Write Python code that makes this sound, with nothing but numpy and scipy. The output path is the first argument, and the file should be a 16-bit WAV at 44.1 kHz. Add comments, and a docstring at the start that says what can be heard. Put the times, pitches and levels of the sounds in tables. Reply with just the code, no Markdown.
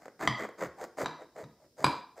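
"""A quiet kitchen: straight ahead of the microphones a long serrated knife saws to and fro through a
crusty loaf on a china plate. The teeth snap the crust as trains of clicks, coloured into a rasp and a
fine fizz, and excite a hollow note that sinks through each stroke. Larger flakes crack, soft thuds go
into the table, and at times the blade knocks the plate, a sum of dying modes.
The room rings on, its wide reflections mostly treble, over a faint room tone and hiss."""
import sys
import numpy as np
from scipy import signal
from scipy.fft import rfft, irfft
from scipy.io import wavfile
from scipy.ndimage import uniform_filter1d

SR = 44100
rng = np.random.default_rng(int(sys.argv[2]) if len(sys.argv) > 2 else 0)


def unload_audio(sound):
    """Save the sound as a 16-bit wav file, at the path given as the first command line argument."""
    columns = np.transpose(np.atleast_2d(sound))
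    # keep every value between -1 and 1, then stretch to whole-number steps
    steps = np.round(np.clip(columns, -1, 1) * 32767)
    wavfile.write(sys.argv[1], SR, steps.astype(np.int16))


N = 97020

# relative spectrum of the tooth rasp: (frequency [Hz], level [dB])
RASP_SPECTRUM = [(30, -54.5), (60, -30.5), (130, -7.5), (300, 4.5), (700, 0), (1150, 0), (1600, -2.5),
                 (2100, -3.5), (2700, -22), (4000, -30.5), (8000, -19), (16000, -68)]
# relative spectrum of the fine crumb fizz: (frequency [Hz], level [dB])
FIZZ_SPECTRUM = [(1500, -41.5), (3500, -8), (4900, 5), (5400, -1), (6400, 5), (7400, 4), (8400, 1),
                 (9300, -4.5), (11000, -12), (13800, -8), (15700, -15.5)]


def amp(db):
    """Decibels to gain."""
    return 10 ** (np.asarray(db) / 20)


def unit(x):
    """Scales to rms 1."""
    return x / np.sqrt(np.mean(x ** 2) + 1e-20)


def read(points, hz):
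    """Reads a curve of (frequency, value) points on a log-frequency axis."""
    f, value = np.transpose(points)
    return np.interp(np.log(hz + 1), np.log(f + 1), value)


def add(mix, s, sound):
    """Mixes a sound in at time s [s], trimming whatever falls outside the mix."""
    at = round(s * SR)
    sound = sound[max(-at, 0):]
    part = mix[max(at, 0):][:len(sound)]
    part += sound[:len(part)]


def colour(x, points, size=4096):
    """Minimum-phase filter with the given spectrum, keeping the power of white noise."""
    hz = abs(np.fft.fftfreq(size, 1 / SR))
    log_gain = np.log(amp(read(points, hz)))
    response = np.exp(np.conj(signal.hilbert(log_gain)))
    taps = np.fft.ifft(response).real[:size // 2]
    return signal.fftconvolve(x, taps / np.linalg.norm(taps))[:len(x)]


def resonate(x, hz, width_hz):
    """A steep resonance that follows the pitch hz, fed without the bass below 220 Hz."""
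    turn = np.exp(2j * np.pi * np.cumsum(hz * np.ones(len(x))) / SR)
    r = np.exp(-np.pi * width_hz / SR)
    x = signal.sosfilt(signal.butter(2, 220, "high", fs=SR, output="sos"), x)
    # shift the pitch down to 0 Hz, low-pass with a double pole, shift back up
    slow = signal.lfilter([(1 - r) ** 2], [1, -2 * r, r * r], x / turn)
    return 2 * (turn * slow).real


def steady(x, size=800):
    """Holds the running level near 1 and keeps the fine grain."""
    power = abs(uniform_filter1d(x ** 2, size))
    return x / np.sqrt(power + np.mean(x ** 2) / 20 + 1e-20)


def fractures(count, per_s, spread_db):
    """A random train of clicks of uneven size and either sign, as brittle crust breaks."""
    chance = rng.random(count)
    size = np.minimum(rng.standard_normal(count), 2)
    sign = rng.choice([-1., 1.], count)
    return (chance < per_s / SR) * sign * amp(spread_db * size)


def burst(count, decay_s, order=4):
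    """A dying crackle with a nearly even spectrum and unit energy."""
    shape = np.exp(-np.arange(count) / SR / decay_s)
    limit = 3 * shape / np.linalg.norm(shape)
    x = rng.standard_normal(count) * shape
    for _ in range(order):
        x = irfft(np.exp(1j * np.angle(rfft(x))), count)  # flatten the spectrum
        x = np.clip(x, -limit, limit)  # keep the decay
    return x / np.linalg.norm(x)


def room_tone():
    """The quiet kitchen's steady hush: coloured noise, equal in both ears."""
    # relative spectrum: (frequency [Hz], level [dB])
    hush_spectrum = [(25, -23), (60, 3), (150, 5), (450, 6), (900, -17.5), (1800, -20), (3000, -17),
                     (4400, -13), (5200, -4.5), (6200, -16.5), (9000, -19), (15500, -20)]
    hush_db = -69.5
    return amp(hush_db) * colour(rng.standard_normal(N), hush_spectrum)


def side_hiss():
    """Coloured noise added to one ear and taken from the other, so the hiss sounds wide."""
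    # relative spectrum: (frequency [Hz], level [dB])
    hiss_spectrum = [(30, 1), (300, -5), (1000, -6.5), (3000, -3.5), (5500, 5), (8000, -1), (15000, -5)]
    hiss_db = -77
    return amp(hiss_db) * colour(rng.standard_normal(N), hiss_spectrum)


def sawing(size=260):
    """Teeth break the crust in clumps under an arch of blade speed; the hollow note sinks."""
    # strokes, levels and note as at the fastest point: (start [s], fastest [s], end [s],
    # rasp level [dB], hollow note level [dB], fizz level [dB], hollow note [Hz])
    strokes = [(-.04, 0.07, 0.072, -59, -59.5, -68.5, 670), (0.188, 0.231, 0.29, -35, -44, -49, 604),
               (0.356, 0.42, 0.48, -38.5, -47.5, -54, 505), (0.57, 0.633, 0.68, -38.5, -45.5, -51, 493),
               (0.761, 0.844, 0.86, -46.5, -41, -56.5, 624), (.966, 1.01, 1.055, -40, -37.5, -48, 557),
               (1.171, 1.221, 1.26, -59.5, -48.5, -70.5, 568), (1.343, 1.396, 1.458, -51, -44, -61, 552),
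               (1.56, 1.645, 1.69, -69.5, -63, -79, 560), (1.762, 1.818, 2.034, -50, -45, -57, 540),
               (2.151, 2.194, 2.5, -56.5, -50, -63.5, 604.5)]
    arch_power, fizz_power = 1.61, 0.8  # exponents: of the arch, and of the fizz on that arch
    note_sag, note_width_hz = 0.32, 272  # fall of the note over a whole stroke [log frequency]
    teeth_per_s, tooth_spread_db = 1200, 4.5
    crumbs_per_s, crumb_spread_db = 7000, 5.5
    clump_db = 2.5  # rms swing of the slow unevenness
    out, t = np.zeros(N), np.arange(SR // 4) / SR
    for start, fastest, end, rasp_db, note_db, fizz_db, note_hz in strokes:
        phase = np.interp(start + t, [start, fastest, end], [0, .5, 1])
        speed = abs(np.sin(np.pi * phase)) ** arch_power
        drift = uniform_filter1d(rng.standard_normal(len(t)), size)
        clumps = amp(clump_db * unit(drift))
        teeth = unit(fractures(len(t), teeth_per_s, tooth_spread_db))
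        crumbs = unit(fractures(len(t), crumbs_per_s, crumb_spread_db))
        rasp = steady(clumps * colour(teeth + 1.08 * crumbs, RASP_SPECTRUM))
        sinking_hz = note_hz * np.exp(note_sag * (.5 - phase))
        note = steady(resonate(teeth, sinking_hz, note_width_hz))
        fizz = steady(clumps * colour(crumbs + 0.64 * teeth, FIZZ_SPECTRUM))
        add(out, start, speed * (amp(rasp_db) * rasp + amp(note_db) * note))
        add(out, start, speed ** fizz_power * amp(fizz_db) * fizz)
    return out


def snaps(size=220):
    """Larger flakes of crust give way, each a crackle dying in a few milliseconds."""
    # single snaps, levels as rms over `size` samples:
    # (time [s], rasp level [dB], hollow note level [dB], fizz level [dB])
    flakes = [(.020, -54.5, -74, -66), (.056, -46, -46.5, -59), (.081, -47, -44.5, -90),
              (.195, -54, -69, -75), (.397, -50, -40.5, -54.5), (.449, -38, -37.5, -63),
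              (.489, -46, -42.5, -60), (.615, -39, -33, -60), (.624, -36.5, -29.5, -56),
              (.658, -42, -42, -61), (.813, -46.5, -36.5, -53), (.840, -42, -47, -48.5),
              (.973, -46.5, -62, -74), (.985, -36, -40, -52), (1.007, -38, -34, -62),
              (1.018, -34, -39.5, -54), (1.033, -47, -33.5, -53), (1.219, -49.5, -46, -71),
              (1.364, -50, -45.5, -81), (1.793, -64, -41, -65.5), (2.179, -58, -48, -63)]
    decay_s, note_hz = .0035, 495.5
    out = np.zeros(N)
    for s, rasp_db, note_db, fizz_db in flakes:
        crack = burst(SR // 20, decay_s)
        parts = [(rasp_db, colour(crack, RASP_SPECTRUM)),
                 (note_db, resonate(crack, note_hz, width_hz=273)),
                 (fizz_db, colour(crack, FIZZ_SPECTRUM))]
        for db, part in parts:
            add(out, s, amp(db) * part * np.sqrt(size) / np.linalg.norm(part))
    return out


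def thuds():
    """Loaf and plate thud into the table: low-coloured bursts with a softened start."""
    # thuds, level at the loudest 900 samples: (time [s], level [dB])
    blows = [(.22, -66), (0.241, -47), (0.279, -37), (0.429, -62), (0.471, -67), (0.657, -52), (0.833, -68),
             (1.023, -45.5), (1.062, -51), (1.425, -50.5), (1.456, -59), (1.796, -53), (1.839, -34.5),
             (1.868, -43)]
    # relative spectrum: (frequency [Hz], level [dB])
    thud_spectrum = [(25, -37), (50, -19), (80, -3), (140, 3.5), (190, -5), (320, -10.5), (500, -25),
                     (1200, -33.5), (5000, -85.5)]
    rise_s, decay_s = 0.006, .026
    out, t = np.zeros(N), np.arange(SR // 4) / SR
    for s, db in blows:
        push = burst(len(t), decay_s) * (1 - np.exp(-t / rise_s))
        push = colour(push, thud_spectrum)
        loudest = np.sqrt(np.max(uniform_filter1d(push ** 2, size=900)))
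        add(out, s, amp(db) * push / loudest)
    return out


def knocks():
    """The blade meets the plate, whose ring the loaf damps; the spot sets the level of each mode."""
    # blade knocks: (time [s], ring level [dB], scratchy contact level [dB], spot on the plate)
    hits = [(0.2746, 0.5, -4, "near"), (1.0437, -8.5, -26, "middle"), (1.0588, 3.5, -10.5, "middle"),
            (1.439, -17, -31.5, "middle"), (1.843, 0, 2.5, "far"), (1.8646, -17, -5, "far")]
    # modes of plate and blade, levels relative to the knock's ring level:
    # (frequency [Hz], t60 [s], near level [dB], middle level [dB], far level [dB])
    modes = [(690, 0.051, -29, -41.5, -30.5), (992.4, 0.022, -17.5, -25.5, -8.5),
             (1210, 0.038, -22.5, -34, -36), (1274, 0.016, -28, -31, -31), (1676, 0.011, -32, -30, -31),
             (1996, 0.018, -9.5, -35.5, -69), (2369, 0.022, -62.5, -38, -17.5),
             (2895, 0.015, -28, -75, -61), (3210, 0.011, -14.5, -41, -69), (3787, 0.054, -65.5, -42, -32),
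             (3985, .03, -49, -40.5, -28), (4838, 0.059, -56, -56, -26), (4570, .07, -41, -54, -39),
             (4925, .13, -40, -56, -37), (9080, .07, -58, -72, -58), (10905, .08, -72, -78, -53),
             (5880, 0.053, -36.5, -49.5, -43), (6020, 0.063, -38.5, -48, -55), (7370, .02, -31.5, -43, -43),
             (7780, .022, -59, -67, -24.5), (9460, .02, -38.5, -54, -69), (10160, 0.033, -65, -70, -35.5),
             (12300, .04, -63, -81, -53)]
    # relative spectrum of the scratchy contact: (frequency [Hz], level [dB])
    contact_spectrum = [(60, -16.5), (300, 2), (560, -1.5), (1000, 3), (1600, 0.5), (1950, -11), (2450, -7),
                        (3000, -11.5), (3700, -7.5), (4800, -13), (5400, -19.5), (8000, -23), (9300, -29),
                        (12000, -31.5), (16000, -62)]
    contact_decay_s, rise_s = .003, .001
    out, t = np.zeros(N), np.arange(SR // 3) / SR
    for s, db, contact_db, spot in hits:
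        column = ["near", "middle", "far"].index(spot)
        ring = np.zeros(len(t))
        for k, (hz, t60, *levels_db) in enumerate(modes):
            decay = np.exp(-np.log(1000) * t / t60)
            ring += (-1) ** k * amp(levels_db[column]) * decay * np.sin(2 * np.pi * hz * t)
        add(out, s, amp(db) * ring * (1 - np.exp(-t / rise_s)))
        contact = colour(burst(len(t), contact_decay_s), contact_spectrum)
        add(out, s, amp(contact_db) * contact)
    return out


def kitchen(x, size=256):
    """Dense reflections after a short gap, each band dying at its own speed."""
    # reverberation time of the room: (frequency [Hz], t60 [s])
    room_t60 = [(80, 0.25), (250, 0.27), (550, 0.52), (1000, 0.47), (1800, 0.43), (4800, 0.43),
                (8000, 0.31), (15000, 0.079)]
    # spectrum of the reflections: (frequency [Hz], level [dB])
    room_spectrum = [(80, -3), (300, 9.5), (550, -4), (1000, 1), (2000, 0), (4800, 1.5), (8000, -5),
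                     (15000, 5.5)]
    gap_s = 0.0031  # the reflections fade in from half to one and a half times this
    taps = steady(fractures(SR, per_s=4000, spread_db=-1))
    hz, t, z = signal.stft(taps, SR, nperseg=size)
    decay = np.exp(-np.log(1000) * t / read(room_t60, hz)[:, None])
    tail = signal.istft(z * decay, SR, nperseg=size)[1]
    gap = np.clip(np.arange(len(tail)) / SR / gap_s - .5, 0, 1)
    z = rfft(tail * gap)
    z /= np.sqrt(uniform_filter1d(abs(z) ** 2, size=90))  # no single room mode booms
    room_gain = amp(read(room_spectrum, np.fft.rfftfreq(len(tail), 1 / SR)))
    tail = gap * irfft(z * room_gain)
    return signal.fftconvolve(x, tail[:SR * 3 // 4])[:N]


def wide_reflections(x):
    """Reflections that differ between the ears, wide only in the treble."""
    # relative spectrum: (frequency [Hz], level [dB])
    wide_spectrum = [(50, -59.5), (2000, -57), (4000, -27.5), (6000, -11), (9000, 6.5), (15000, 13.5)]
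    wide_db = -14
    return amp(wide_db) * colour(kitchen(x), wide_spectrum)


def scene():
    """Knife, loaf and plate straight ahead, in a quiet kitchen, as left and right."""
    saw_room_db, knock_room_db = -9, -4  # sends into the room
    hush, hiss = room_tone(), side_hiss()
    saw = sawing() + snaps() + thuds()
    plate = knocks()
    saw_send = amp(saw_room_db) * saw
    plate_send = amp(knock_room_db) * plate
    room = kitchen(saw_send) + kitchen(plate_send)
    mid = saw + plate + room + hush
    side = wide_reflections(saw_send + plate_send) + hiss
    return np.array([mid + side, mid - side])


def record(dry):
    """The recorder's band limit: a steep linear-phase low-pass."""
    edge_hz = 15650
    taps = signal.firwin(511, edge_hz, window=("kaiser", 9), fs=SR)
    return signal.oaconvolve(dry, taps[None], "same", axes=1)


dry = scene()
out = record(dry)
unload_audio(out)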